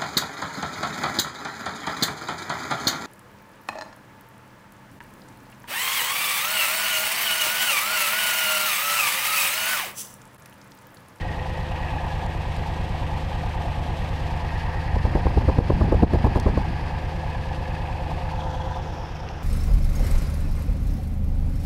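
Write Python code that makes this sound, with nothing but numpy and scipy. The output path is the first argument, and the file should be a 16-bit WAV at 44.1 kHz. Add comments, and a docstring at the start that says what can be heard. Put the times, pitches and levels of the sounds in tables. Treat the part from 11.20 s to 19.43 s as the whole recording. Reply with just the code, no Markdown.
"""Uneven exhaust puffs and a knocking block: a large eight-cylinder diesel at a fast cold idle in a snowy yard,
heard on a hand-held microphone near the tailpipe. Clicks timed by the crank ring the pipe; noise that flares
at each knock rings the block and covers, and gas hiss pulses with the firings. For a while the microphone
sits in the jet, with low pushes and ragged flutter about once a cycle; then it is turned up and away.
Rumble, a faint gear tone, thin squeaks and dry ticks lie around the engine."""
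import sys
import numpy as np
from scipy import signal
from scipy.fft import rfft, irfft, next_fast_len
from scipy.io import wavfile

SR = 44100
rng = np.random.default_rng(int(sys.argv[2]) if len(sys.argv) > 2 else 0)


def makeup_ratio(level_db):
    """Linear amplitude ratio for a level in decibels (20 dB per factor of ten)."""
    decades = np.asarray(level_db, float) / 20
    return 10 ** decades


def unload_audio(sound):
    """Save the sound as a 16-bit wav file, at the path given as the first command line argument."""
    columns = np.transpose(np.atleast_2d(sound))
    # keep every value between -1 and 1, then stretch to whole-number steps
    steps = np.round(np.clip(columns, -1, 1) * 32767)
    wavfile.write(sys.argv[1], SR, steps.astype(np.int16))


N = 362943
T = np.arange(N) / SR  # seconds
SIZE = next_fast_len(N + SR)  # transform length, with room for the ringing
HZ = np.arange(SIZE // 2 + 1) * SR / SIZE + 1e-9

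# The idle hunts. Each row: time in seconds, engine speed in rpm.
SPEED_CURVE = [(0, 1097.0), (2.9, 1099.7), (3.45, 1119.3), (4.7, 1089.7), (5.7, 1112.4), (6.5, 1095.8),
               (7.1, 1108.8), (8.23, 1092.4)]

# Exhaust puffs in firing order. Each row: relative strength 0-1, lateness against even firing in ms.
EXHAUST_PUFFS = [(.68, 1.3), (.39, -.1), (.43, -.6), (.29, -.8), (.87, -.9), (.55, 2.8), (.48, -.2),
                 (.81, .7)]
# Pipe and silencer resonances. Each row: centre in Hz, width in Hz, signed relative gain.
PIPE_MODES = [(28.15, 6, -1.3), (35, 80, .26), (95.3, 6, -1.62), (131, 66, .3), (172, 34, -.62)]
PUFF_SOFT_HZ = 60  # corner above which the puffs are softened
# Exhaust note as the microphone nears and leaves the pipe. Each row: time in seconds, level in dB.
EXHAUST_LEVEL = [(0, -29), (1.2, -27), (3.4, -26), (5.1, -25.5), (6.0, -27.5), (7.45, -28), (7.9, -33),
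                 (8.23, -32)]

# Gas washing past between blasts. Each row: time in seconds, mean level in dB.
DRAUGHT_LEVEL = [(3.5, -65), (3.75, -36), (4.6, -26.5), (5.4, -31), (5.7, -44), (6, -64)]
# Slugs of gas that push the microphone.
# Each row: trough time in seconds, depth in dB, width in ms, lean to the crest before (no unit).
GAS_PUSHES = [(3.744, -13, 4, 0), (3.772, -16, 4, .3), (3.852, -10, 4, 0), (3.958, -11, 4, 0),
              (3.977, -17, 3, .3), (4.064, -10, 4, .3), (4.173, -9, 3.5, .2), (4.187, -13, 3, .9),
              (4.282, -10, 3, .2), (4.297, -11, 4, 0), (4.390, -8, 3, .4), (4.499, -12, 2.6, 0),
              (4.509, -11, 3, 0), (4.519, -14, 3, 0), (4.547, -16, 5, .8), (4.611, -14, 3, .2),
              (4.626, -10, 3, .6), (4.725, -12, 5, 0), (4.754, -11, 4, -.2), (4.832, -15, 4, 0),
              (4.845, -6, 2.8, .8), (4.947, -7, 2.5, .2), (4.973, -14, 3.5, .3), (5.051, -14, 4, .2),
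              (5.070, -13, 4, 0), (5.163, -14, 5, .2), (5.271, -10, 4.5, .3), (5.300, -18, 4, -.4),
              (4.080, -18, 3, 0), (4.424, -18, 3, -.3), (5.083, -18, 3, -.5), (5.378, -10, 3.5, .2),
              (5.485, -17, 3, .2)]
# Flutter as the gas tears across the ports.
# Each row: time of the top in seconds, rms level in dB, length in ms, frequency that sets its band in Hz.
GAS_FLUTTERS = [(3.761, -30.5, 14, 300), (3.853, -21, 4.4, 282), (3.954, -17.5, 8.5, 354),
                (3.972, -29, 12, 320), (4.057, -24.5, 7, 260), (4.069, -21, 6.3, 583),
                (4.175, -16.5, 6.9, 305), (4.287, -17, 14, 454), (4.387, -15.5, 6.6, 410),
                (4.402, -27, 18, 390), (4.502, -15, 7.1, 342), (4.522, -24, 9, 298), (4.612, -18, 6.7, 420),
                (4.641, -29, 11, 300), (4.724, -14, 9.2, 436), (4.745, -23, 11, 350),
                (4.831, -10, 14.5, 354), (4.936, -18.5, 10, 380), (4.951, -24, 14, 296),
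                (5.046, -16.5, 15.5, 243), (5.065, -20.5, 14, 424), (5.160, -20.5, 11.5, 455),
                (5.175, -24, 15, 302), (5.27, -20, 26, 420), (5.376, -17, 4.7, 394)]
THUMP_DB, RASP_DB = -4, -6.5  # against the flutter
CRACKLE_DB, RAGGED_DB = -53, 3.0  # crackle beside a 0 dB flutter; spread of the tearing

# Thuds in the block. Each row: place in the cycle in firings, relative level in dB.
BLOCK_THUDS = [(.6, -24), (2.2, -8), (3.0, -7.5), (3.5, -9), (5.05, -5.5), (7.2, -5.5), (7.7, -12.5)]
# Block resonances under the thuds. Each row: centre in Hz, width in Hz, relative gain in dB.
BLOCK_MODES = [(675, 42, -7), (724.3, 18.3, -0.5), (779, 27, -3.5), (823.5, 20.4, 0), (851.6, 37.4, -2),
               (902.5, 25.8, -1), (989.3, 34, -6), (1145, 26, -15.5), (1220, 7.5, -13.5)]
# Engine front as the microphone moves. Each row: time in seconds, then thud, clack and hiss levels in dB.
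ENGINE_LEVELS = [(0, -37.5, -41, -50), (.74, -35, -41, -49.5), (1.2, -37, -40.5, -49), (2.9, -36, -41, -49),
                 (3.4, -35.5, -41.5, -49), (4.4, -36.5, -42, -50), (5.6, -36, -41.5, -50),
                 (6.0, -37.5, -44, -51), (6.6, -37, -43.5, -52), (7.05, -35.5, -43.5, -51),
                 (7.25, -34.5, -45.5, -51), (7.65, -38, -45, -53), (8.05, -42, -45, -54),
                 (8.23, -42.5, -45.5, -55.5)]
# The singing panel. Each row: time in seconds, level in dB.
PANEL_LEVEL = [(0, -43), (.75, -45), (1.6, -50.5), (3.0, -47.5), (5.6, -51), (5.85, -45), (7.0, -43),
               (7.45, -40.5), (7.65, -43.5), (7.85, -52), (8.23, -58)]
PANEL_HZ = 518  # mean pitch

# Clacks of the valve gear. Each row: place in the cycle in firings, relative level in dB.
VALVE_CLACKS = [(.55, -5.5), (1.15, -7), (2.0, -8), (2.5, -23), (3.5, -12), (4.0, -32), (5.5, -16),
                (6.0, -9.5), (6.5, -11.5), (7.5, -18)]
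# Rings added to the plain clacks. Each row: centre in Hz, width in Hz, gain over the rattle in dB.
CLACK_MODES = [(1622, 58, 0), (1750, 59, -6.5), (1876, 37, -11), (2530, 11, 2.5), (2690, 16, -5),
               (3320, 170, -5.5)]
# Strength of the gas hiss at each firing, in firing order: relative level in dB.
FIRING_HISS = [5.5, 7.5, 5.5, 6.5, 8, 3.5, 6, 1.5]
# Microphone pose. Each row: time in seconds, pose number (0 beside, 1 facing, 2 turning, 3 turned up).
MIC_POSE = [(0, 0), (2.9, 0), (3.5, 1), (5.6, 1), (6.1, .6), (7.0, .6), (7.25, 2), (7.5, 2), (7.75, 3),
            (8.23, 3)]
# Colour of clack and hiss beside the pipe. Each row: frequency in Hz, relative gain in dB.
BESIDE_PIPE = [(740, 0.5), (1250, 1.5), (1320, -4.5), (1840, -1), (2150, -1.5), (2620, -2), (2900, -4.5),
               (3760, -12.5), (6880, -28), (8920, -30), (10400, -38), (11800, -32), (15000, -54)]
# Colour facing the pipe. 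Each row: frequency in Hz, relative gain in dB.
FACING_PIPE = [(740, -14), (1250, -4), (1390, -10), (1670, -3.5), (2000, -5), (2620, -8.5), (3720, -20),
               (4780, -20.5), (5950, -31.5), (7960, -39), (8650, -38), (11800, -43), (15000, -56)]
# Colour swinging past the wheel. Each row: frequency in Hz, relative gain in dB.
PAST_WHEEL = [(740, -56), (1250, -3), (1820, -7), (2210, -14.5), (2810, -13.5), (3390, -13.5), (4260, -23),
              (5950, -25.5), (8650, -41), (15000, -50)]
# Colour with the microphone pointing up. Each row: frequency in Hz, relative gain in dB.
POINTING_UP = [(740, -6), (1250, 0), (1730, -5.5), (2380, -7.5), (2750, -8.5), (3500, -12.5), (4220, -22),
               (5410, -14), (7960, -38), (15000, -42)]

# Thin covers rung by the valve gear.
# Each row: centre in Hz, width in Hz, blows as (place in the cycle in firings, relative level in dB).
THIN_COVERS = [(1700, 54, [(1.2, -6), (1.8, -2), (3.4, -5), (5.6, -14), (6.25, -7)]), (1880, 76, [(1.0, -9),
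               (1.6, -10), (5.9, -6.5)]), (2580, 220, [(1.0, -5), (2.0, -0.5), (5.9, -0.5)])]
# Covers come and go as the microphone moves. Each row: time in seconds, then the level of each cover in dB.
COVER_LEVELS = [(0, -59, -45, -58), (.35, -56, -47, -62), (.5, -54, -46, -50), (.68, -48, -43, -46),
                (.8, -44.5, -51, -52), (1.1, -53, -51.5, -74), (2.9, -65, -52, -63), (3.4, -49, -46, -49),
                (3.799, -58, -48, -63), (4.4, -62, -56, -60), (5.1, -46, -54, -56), (5.6, -57, -66, -70),
                (6.1, -50, -70, -54), (6.6, -52, -62, -55), (6.95, -56, -62, -52), (7.1, -61, -76, -59),
                (7.5, -63, -66, -66)]

# Low resonances of the underbody.
# Each row: centre in Hz, width in Hz, rms level in dB while the exhaust note is at its median level.
UNDERBODY_MODES = [(103, 34, -46.5), (165.4, 55, -41), (322.5, 48.5, -45), (339.3, 14.6, -46),
                   (396.6, 28, -51), (451, 45, -47), (552, 116, -44)]
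# Brief squeaks. Each row: start in seconds, length in ms, start pitch in Hz, end pitch in Hz, level in dB.
SQUEAK_LIST = [(7.188, 30, 3350, 3260, -46), (7.30, 30, 3400, 3360, -52), (7.325, 45, 3220, 3420, -49),
               (7.40, 32, 3300, 3400, -48), (7.533, 30, 3480, 3500, -47), (7.565, 50, 3490, 3480, -53)]
# Lone ticks, by band. Each row: start in seconds, peak level in dB, low edge in Hz, high edge in Hz.
TICK_LIST = [(1.063, -36, 2200, 9000), (1.365, -40, 5000, 12000), (5.1985, -28, 2800, 7200),
             (5.1985, -41, 9500, 13000), (8.0875, -32, 2000, 3100), (8.0875, -37, 4100, 4900),
             (8.0875, -42, 5300, 6600)]

LIMIT_DB, RELEASE_DB_S, TOP = -5.5, 80, .9  # limiter threshold, fall of the held excess, rounding ceiling


def rms_one(x):
    """Scaled to rms 1."""
    return x / np.sqrt(np.mean(x ** 2) + 1e-20)


def in_time(rows):
    """Curve columns, one value a sample."""
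    s, *columns = np.transpose(rows)
    return [np.interp(T, s, column) for column in columns]


def through(x, response):
    """Filtered by a frequency response."""
    return irfft(rfft(x, SIZE) * response, SIZE)[:N]


def peak(hz, width_hz):
    """One resonance, gain 1 on top."""
    return 1j * HZ * width_hz / (hz ** 2 - HZ ** 2 + 1j * HZ * width_hz)


def band(x, low_hz, high_hz):
    """Band-pass."""
    return signal.sosfilt(signal.butter(2, [low_hz, high_hz], "band", fs=SR, output="sos"), x)


def drift(rate_hz):
    """Chance wander with rms 1, smoothed above rate_hz."""
    return rms_one(through(rng.standard_normal(N), 1 / (1 + 1j * HZ / rate_hz) ** 2))


def crank():
    """Engine cycles completed: one cycle is two turns."""
    return np.cumsum(in_time(SPEED_CURVE)[0]) / (120 * SR)


def each_cycle(firings, sizes, scatter_db, lag_s=0):
    """A click for every place in every cycle, its size scattered a little each time."""
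    done = crank()
    places = np.arange(int(done[-1]) + 1)[:, None] + np.array(firings) / 8
    seconds = np.interp(places, done, T, right=2 * T[-1]) + lag_s
    at = np.round(seconds * SR).astype(int).ravel()
    size = (sizes * makeup_ratio(scatter_db * rng.standard_normal(places.shape))).ravel()
    inside = (at >= 0) & (at < N)
    return np.bincount(at[inside], size[inside], minlength=N)


def knocking(knocks, decay_ms, steady, scatter_db):
    """Noise that flares at each knock and dies exponentially, over a steady rattle."""
    places, level_db = np.transpose(knocks)
    clicks = each_cycle(places, makeup_ratio(level_db), scatter_db)
    flare = signal.lfilter([1], [1, -np.exp(-1000 / (decay_ms * SR))], clicks)
    return (steady + flare) * rng.standard_normal(N)


def exhaust(level_db):
    """Eight soft puffs a cycle, uneven in size and timing, ring the pipe."""
    strength, late_ms = np.transpose(EXHAUST_PUFFS)
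    puffs = each_cycle(np.arange(8), strength, scatter_db=.3, lag_s=late_ms / 1000)
    modes = sum(gain * peak(hz, width) for hz, width, gain in PIPE_MODES)
    softening = 1 / (1 + 1j * HZ / PUFF_SOFT_HZ) ** 2
    return makeup_ratio(level_db) * rms_one(through(puffs, modes * softening))


def draught():
    """Low noise of gas washing past between blasts."""
    level_db = in_time(DRAUGHT_LEVEL)[0] + 3 * drift(20)
    return makeup_ratio(level_db) * rms_one(band(rng.standard_normal(N), 60, 200))


def swing(u, lean):
    """A trough, -1 at u = 0, between two crests; positive lean raises the first crest."""
    return (u ** 2 - 1 - 1.3 * lean * u) * np.exp(-u ** 2 / 2)


def pushes():
    """Slugs of gas push the microphone: round low pressure swings."""
    return sum(makeup_ratio(db) * swing(1000 * (T - s) / ms, lean) for s, db, ms, lean in GAS_PUSHES)


def flutters():
    """Gas tearing across the ports: ragged noise bursts with thump, rasp and crackle."""
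    out = np.zeros(N)
    noise = rng.standard_normal(N)
    ragged = makeup_ratio(RAGGED_DB * drift(90.0))
    thump = band(rng.standard_normal(N), 75, 140)
    rasp = ragged * band(band(noise, 580, 950), 450, 1050)
    crackle = band(noise * makeup_ratio(2.5 * drift(200.0)), 4500, 13000)  # spits of gas on the grille
    half = SR // 20
    age_ms = 1000 * T[:SR // 10] - 50  # from the top of the gust
    tail = 0.22 * (age_ms > 0) * np.exp(-age_ms / 22.0) * (1 - age_ms / 50)
    for s, db, ms, hz in GAS_FLUTTERS:
        span = slice(round(s * SR) - half, round(s * SR) + half)
        side_ms = np.where(age_ms < 0, .4 * ms, .85 * ms)  # rises faster than it falls
        gust = np.exp(-(age_ms / side_ms) ** 2) + tail
        flutter = band(band(noise[span], hz / 2.4, hz * 1.35), hz / 3, hz * 2) * ragged[span]
        layers = ((flutter, db), (thump[span], db + THUMP_DB), (rasp[span], db + RASP_DB),
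                  (crackle[span], CRACKLE_DB + db / 2))  # crackle grows half as fast in dB
        for layer, layer_db in layers:
            part = layer * gust
            out[span] += makeup_ratio(layer_db) * part * np.sqrt(np.mean(gust ** 2) / np.mean(part ** 2))
    return out


def jet():
    """Turbulent gas on the microphone: draught, pushes and flutter together."""
    return draught() + pushes() + flutters()


def block(thud_db):
    """Thuds, short flares of noise, ring the modes of the block."""
    thuds = knocking(BLOCK_THUDS, decay_ms=2.8, steady=.15, scatter_db=2.0)
    modes = sum(makeup_ratio(db) * peak(hz, width) * (-1) ** k  # neighbours in opposite sign
                for k, (hz, width, db) in enumerate(BLOCK_MODES))
    return makeup_ratio(thud_db) * rms_one(through(thuds, modes))


def panel(panel_db, cycles):
    """One panel of the block sings a thin note that sags in pitch and dips in level once a cycle."""
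    hz = PANEL_HZ + 9 * np.cos(2 * np.pi * (cycles - .56)) + 2.5 * drift(6)
    note = np.sin(2 * np.pi * np.cumsum(hz) / SR)
    throb_db = 2.6 * np.cos(2 * np.pi * (cycles - .52)) + 1.0 * drift(12)
    return makeup_ratio(panel_db) * rms_one(note * makeup_ratio(throb_db))


def coloured(x, split):
    """The colour passes from one pose of the microphone to the next, each at rms 1."""
    pose, out = in_time(MIC_POSE)[0], 0
    for k, table in enumerate((BESIDE_PIPE, FACING_PIPE, PAST_WHEEL, POINTING_UP)):
        hz, db = np.transpose(table)
        colour = makeup_ratio(np.interp(np.log(HZ), np.log(hz), db))
        share = np.clip(1 - np.abs(pose - k), 0, 1)
        out = out + share * rms_one(through(x, split * colour))
    return out


def clack_and_hiss(cycles, clack_db, hiss_db):
    """Ringing valve clacks below the split; gas hiss pulsing with the flow, and some clack, above it."""
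    upper = 1 / (1 + (3700 / HZ) ** 8)  # share of power above 3700 Hz
    clacks = knocking(VALVE_CLACKS, decay_ms=4.5, steady=0.6, scatter_db=2.8)
    rings = 1 + sum(makeup_ratio(db) * peak(hz, width) for hz, width, db in CLACK_MODES)
    flow_db = np.interp(8 * cycles, np.arange(8), FIRING_HISS, period=8)
    gas = makeup_ratio(flow_db + 1.5 * drift(38.0)) * rng.standard_normal(N)
    hiss = gas + 0.23 * rms_one(clacks)
    low = makeup_ratio(clack_db) * coloured(clacks, rings * np.sqrt(1 - upper))
    high = makeup_ratio(hiss_db) * coloured(hiss, np.sqrt(upper))
    return low + high


def covers():
    """Short blows of the valve gear set each thin cover ringing on its own note."""
    out = 0
    for (hz, width, blows), db in zip(THIN_COVERS, in_time(COVER_LEVELS)):
        struck = knocking(blows, decay_ms=4.0, steady=.2, scatter_db=2.5)
        out = out + makeup_ratio(db) * rms_one(through(struck, peak(hz, width) * peak(hz, 4 * width)))
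    return out


def underbody(exhaust_db):
    """Unevenly shaken low resonances rumble, rising and falling 0.37 dB for each dB of the exhaust note."""
    shake = rng.standard_normal(N) * makeup_ratio(2.0 * drift(47.0))
    rumble = sum(makeup_ratio(db) * rms_one(through(shake, peak(hz, width))) * (-1) ** k
                 for k, (hz, width, db) in enumerate(UNDERBODY_MODES))
    return makeup_ratio(0.37 * (exhaust_db - np.median(exhaust_db))) * rumble


def gears(cycles, exhaust_db):
    """A faint tone locked to the crank, 28 waves a cycle, flickering in level."""
    flicker_db = 3 * drift(8)
    return makeup_ratio(exhaust_db - 25 + flicker_db) * np.sin(2 * np.pi * 28 * cycles)


def squeaks():
    """Thin short whistles, sines that glide and waver in pitch."""
    waver_hz, fray_db, out = 35 * drift(60.0), 3 * drift(80.0), 0
    for s, ms, start_hz, end_hz, db in SQUEAK_LIST:
        done = np.clip(1000 * (T - s) / ms, 0, 1)
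        hz = start_hz + (end_hz - start_hz) * done + waver_hz
        tone = np.sin(2 * np.pi * np.cumsum(hz) / SR)
        out = out + makeup_ratio(db + fray_db) * np.sin(np.pi * done) * tone
    return out


def ticks():
    """Short dry ticks close to the microphone: band-passed noise dying within milliseconds."""
    out = np.zeros(N)
    for s, db, low_hz, high_hz in TICK_LIST:
        i, age = round(s * SR), T[:300]
        burst = rng.standard_normal(len(age)) * age * np.exp(-age / .0007)
        burst = band(band(burst, low_hz, high_hz), .8 * low_hz, 1.15 * high_hz)
        out[i:i + len(age)] += makeup_ratio(db) * burst / np.abs(burst).max()
    return out


def scene():
    """Engine, jet on the microphone and small sounds close by."""
    cycles, exhaust_db, panel_db = crank(), in_time(EXHAUST_LEVEL)[0], in_time(PANEL_LEVEL)[0]
    thud_db, clack_db, hiss_db = in_time(ENGINE_LEVELS)
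    engine = exhaust(exhaust_db) + block(thud_db) + panel(panel_db, cycles)
    engine += clack_and_hiss(cycles, clack_db, hiss_db) + covers()
    engine += underbody(exhaust_db) + gears(cycles, exhaust_db)
    return (engine + jet() + squeaks() + ticks())[None]


def limiter_gain(x):
    """Ducks 1.2 dB for each dB over the threshold, smoothed over 4 ms, and lets go steadily."""
    over_db = np.maximum(20 * np.log10(np.abs(x) + 1e-9) - LIMIT_DB, 0)
    held_db = np.maximum.accumulate(over_db + RELEASE_DB_S * T) - RELEASE_DB_S * T
    r = np.exp(-1 / (.004 * SR))
    return makeup_ratio(-1.2 * signal.lfilter([1 - r], [1, -r], held_db))


def band_limit(x):
    """A steep low-pass at the top of the band."""
    return signal.sosfilt(signal.butter(12, 15330, fs=SR, output="sos"), x)


def record(dry):
    """The limiter ducks after the hardest blasts; peaks are rounded and the top is cut."""
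    limited = dry * limiter_gain(dry[0])
    rounded = TOP * np.tanh(limited / TOP)
    heard = signal.sosfilt(signal.cheby2(10, 50, 15400, fs=SR, output="sos"), rounded)
    return band_limit(heard)


dry = scene()
out = record(dry)
unload_audio(out)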